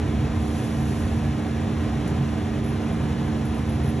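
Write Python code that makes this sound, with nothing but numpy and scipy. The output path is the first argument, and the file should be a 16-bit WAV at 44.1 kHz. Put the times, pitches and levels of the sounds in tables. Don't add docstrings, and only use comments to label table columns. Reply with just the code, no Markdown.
import sys
import numpy as np
from scipy import signal
from scipy.fft import rfft, irfft
from scipy.io import wavfile
from scipy.ndimage import uniform_filter1d

SR = 44100
rng = np.random.default_rng(int(sys.argv[2]) if len(sys.argv) > 2 else 0)


def store_pcm(level_fs):
    pcm = np.round(np.clip(level_fs, -1, 1) * 32767).astype(np.int16)
    wavfile.write(sys.argv[1], SR, np.atleast_2d(pcm).T)


N = 176400
TIME_S, FREQ_HZ = np.arange(N) / SR, np.fft.rfftfreq(N, 1 / SR)

# (frequency [Hz], relative level [dB])
STEEL_SPECTRUM = [(1200, -20), (2500, -1), (4300, -4), (6000, -1), (8800, -2.5), (9800, 0), (10700, 4.5),
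                  (11700, -6), (12500, -20)]


def undb(db):
    return 10 ** (np.asarray(db) / 20)


def curve(points):
    hz, value = np.array(points, float).T
    return np.interp(np.log(FREQ_HZ + 1e-9), np.log(hz), value)


def resonance(hz, width_hz):
    return 1 / (1 + ((FREQ_HZ - hz) / width_hz) ** 2)


def wander(rate_hz):
    lowpass = np.exp(-(FREQ_HZ / rate_hz) ** 2) * (FREQ_HZ > 0)
    drift = irfft(rfft(rng.standard_normal(N)) * lowpass, N)
    return drift / drift.std()


def microphones(spectrum):
    # (frequency [Hz], phase lead of left [rad])
    lead = [(190, 0), (400, .55), (900, .35), (1400, -.3), (2000, .15), (2600, .7), (4000, .7), (4550, 1.5),
            (4880, 3.14), (5180, 5.1), (5900, 6.28), (7000, 7.4), (9000, 9.42), (12200, 12)]
    # (frequency [Hz], left minus right [dB])
    balance = [(60, -.4), (140, -1.2), (225, -3.7), (310, -4.3), (600, -.8), (780, -2.3), (1200, 2.2),
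               (1500, .7), (3000, 0)]
    left_gain = undb(curve(balance) / 2) * np.exp(.5j * curve(lead))
    return irfft(spectrum * np.array([left_gain, 1 / left_gain]), N)


def stereo_noise(gain):
    # (frequency [Hz], left-right coherence [0-1])
    coherence = [(100, .998), (300, .96), (450, .82), (900, .82), (1280, .56), (1750, .96), (3500, .93),
                 (4400, .9), (4880, .97), (5600, .88), (11000, .88)]
    alike = np.clip(curve(coherence), 0, 1)
    mid, side = rfft(rng.standard_normal((2, N)))
    pair = np.sqrt(1 + alike) * mid + np.sqrt(1 - alike) * side * np.array([[1], [-1]])
    noise = microphones(gain * pair)
    return noise / noise.std()


def wall_echoes(ripple_db=1.1, decay_s=.01):
    comb = rfft(rng.standard_normal(N) * TIME_S * np.exp(-TIME_S / decay_s)).real
    above_bass = np.minimum(FREQ_HZ / 500, 1) ** 2
    return undb(ripple_db * comb / comb.std() * above_bass)


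def blower(shaft_hz=75.15, mains_hz=50):
    # (multiple of shaft rate, level [dB])
    shaft_harmonics = [(1, -45.5), (3, -30.5), (4, -36), (5, -67), (6, -53)]
    # (multiple of mains rate, level [dB])
    mains_harmonics = [(2, -38.5), (4, -46.5), (8, -46.5)]
    # (frequency [Hz], level [dB], width [Hz])
    motor_tones = [(1041, -58, 4), (1700.5, -58.5, 3), (1888, -59, 4), (2095, -65, 6)]
    shaft_turns = np.cumsum(shaft_hz * (1 + .001 * wander(rate_hz=2.15))) / SR
    hum = 0
    for cycles, harmonics in (shaft_turns, shaft_harmonics), (mains_hz * TIME_S, mains_harmonics):
        for k, db in harmonics:
            hum += undb(db) * np.sqrt(2) * np.sin(2 * np.pi * (k * cycles + rng.random()))
    whine = sum(undb(db) * stereo_noise(resonance(hz, width_hz)) for hz, db, width_hz in motor_tones)
    return microphones(rfft(hum)) + whine


def rod_slide(waver_db=.85):
    # (time [s], level [dB])
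    hiss_levels = [(.3, -64), (.45, -51), (.61, -47), (.73, -50), (.84, -49), (.94, -48.5), (1.02, -49.5),
                   (1.25, -56), (1.6, -76)]
    at_s, db = np.array(hiss_levels).T
    level_db = np.interp(TIME_S, at_s, db, left=-120, right=-120)
    hiss = stereo_noise(undb(curve(STEEL_SPECTRUM)))
    return hiss * undb(level_db + waver_db * wander(rate_hz=25))


def rod_squeaks(mode_hz=10940, attack_s=.014, decay_s=.04, rough_db=1.6, rub_db=-12):
    # (start [s], length [s], level [dB])
    spurts = [(2.63, .06, -51.5), (3.44, .025, -51.5), (3.53, .04, -60), (3.66, .025, -56.5),
              (3.688, .03, -56), (3.825, .07, -51.5)]
    envelope = 0
    for start_s, length_s, db in spurts:
        rise = np.clip((TIME_S - start_s) / attack_s, 0, 1)
        fall = np.exp(-np.maximum(TIME_S - start_s - length_s, 0) / decay_s)
        envelope += undb(db) * rise * fall
    ring = stereo_noise(resonance(mode_hz, width_hz=80))
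    roughness = undb(rough_db * wander(rate_hz=110))
    rub = undb(rub_db) * stereo_noise(resonance(mode_hz, width_hz=900))
    return envelope * roughness * (ring + rub)


def rod_ticks(attack_s=.005, decay_s=.018):
    # (time [s], gain [dB], ring frequency [Hz], ring re crack [dB])
    contacts = [(2.073, -41.3, 10700, -11), (2.921, -56, 10080, 11.5)]
    ticks = 0
    for at_s, db, ring_hz, ring_db in contacts:
        age_s = np.maximum(TIME_S - at_s, 0)
        envelope = np.minimum(age_s / attack_s, 1) * np.exp(-age_s / decay_s)
        crack = stereo_noise(undb(curve(STEEL_SPECTRUM)))
        ring = undb(ring_db) * stereo_noise(resonance(ring_hz, width_hz=180))
        ticks += undb(db) * envelope * (crack + ring)
    return ticks


def even_out(sound, window_s, amount):
    power = uniform_filter1d(np.mean(sound ** 2, axis=0), int(window_s * SR))
    return sound * (power / power.mean()) ** (-amount / 2)


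def swell_band(rumble, gains, low_hz, high_hz):
    inside_hz = np.minimum(FREQ_HZ - low_hz, high_hz - FREQ_HZ)
    band = irfft(rfft(rumble) * np.clip(inside_hz / 10 + .5, 0, 1), N)
    at_s, db = np.array(gains).T
    swell = undb(np.interp(TIME_S, at_s, db))
    return rumble - band + even_out(band, window_s=.26, amount=.75) * swell


def burner(flame_db=-26, rush_db=-46, rumble_top_hz=260, flutter_db=.53):
    # (frequency [Hz], relative level [dB])
    flame_spectrum = [(22, -45), (31, -40), (44, -16), (53, -17), (65, -2.5), (82, 1), (112, -7.5),
                      (165, -9), (200, -10), (235, -16.5), (255, -16), (285, -12), (335, -18.5), (375, -16),
                      (450, -18.5), (570, -23), (760, -25), (870, -26), (1250, -30), (1800, -33.5),
                      (3000, -41), (5000, -74)]
    rush_spectrum = [(500, -12), (1200, -5), (1700, -1), (2050, -1.5), (2550, 1), (2950, -.7), (3400, 1.2),
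                     (4300, -5.3), (6000, -6.5), (8800, -11), (9800, -9.7), (10800, -8.4), (11700, -17.5),
                     (12500, -30)]
    # (frequency [Hz], width [Hz], level [dB])
    chamber_modes = [(137.7, 5.7, -32), (509, 14, -60.5), (654.4, 5.8, -51.5), (742.4, 20, -46.5)]
    # (time [s], gain [dB])
    low_band_swells = [(0, 2), (.18, 3), (.37, 2.5), (.65, -4), (.94, 0.5), (1.07, 4.5), (1.3, 0.5),
                       (1.44, -5.5), (1.66, 1.5), (1.92, 0.5), (2.05, -3.5), (2.4, -.5), (2.82, -3.5),
                       (2.96, -2), (3.3, -1.5), (3.43, -2.5), (3.73, 1), (4, 0)]
    high_band_swells = [(0, -3), (.25, 3), (.49, -4), (.66, 1), (.9, 2.5), (1.1, -5.5), (1.27, 2),
                        (1.58, -2), (1.92, -3.5), (2.11, 6.5), (2.32, 1), (2.47, -4), (2.64, 1.5),
                        (2.8, -5.5), (2.93, 3), (3.15, 1.5), (3.5, -1.5), (3.88, 2.5)]
    walls = wall_echoes()
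    roar = undb(flame_db) * stereo_noise(undb(curve(flame_spectrum)) * walls)
    roar += undb(rush_db) * stereo_noise(undb(curve(rush_spectrum)) * walls)
    for hz, width_hz, db in chamber_modes:
        roar += undb(db) * stereo_noise(resonance(hz, width_hz))
    rumble = irfft(rfft(roar) * np.exp(-(FREQ_HZ / rumble_top_hz) ** 4), N)
    upper_roar = (roar - rumble) * undb(flutter_db * wander(rate_hz=26))
    rumble = even_out(rumble, window_s=.05, amount=.25)
    rumble = swell_band(rumble, low_band_swells, low_hz=30, high_hz=112)
    rumble = swell_band(rumble, high_band_swells, low_hz=112, high_hz=175)
    return rumble + upper_roar


def scene():
    return burner() + blower() + rod_slide() + rod_squeaks() + rod_ticks()


def record(dry):
    return signal.sosfilt(signal.ellip(10, .2, 80, 12200, fs=SR, output="sos"), dry)


dry = scene()
out = record(dry)
store_pcm(out)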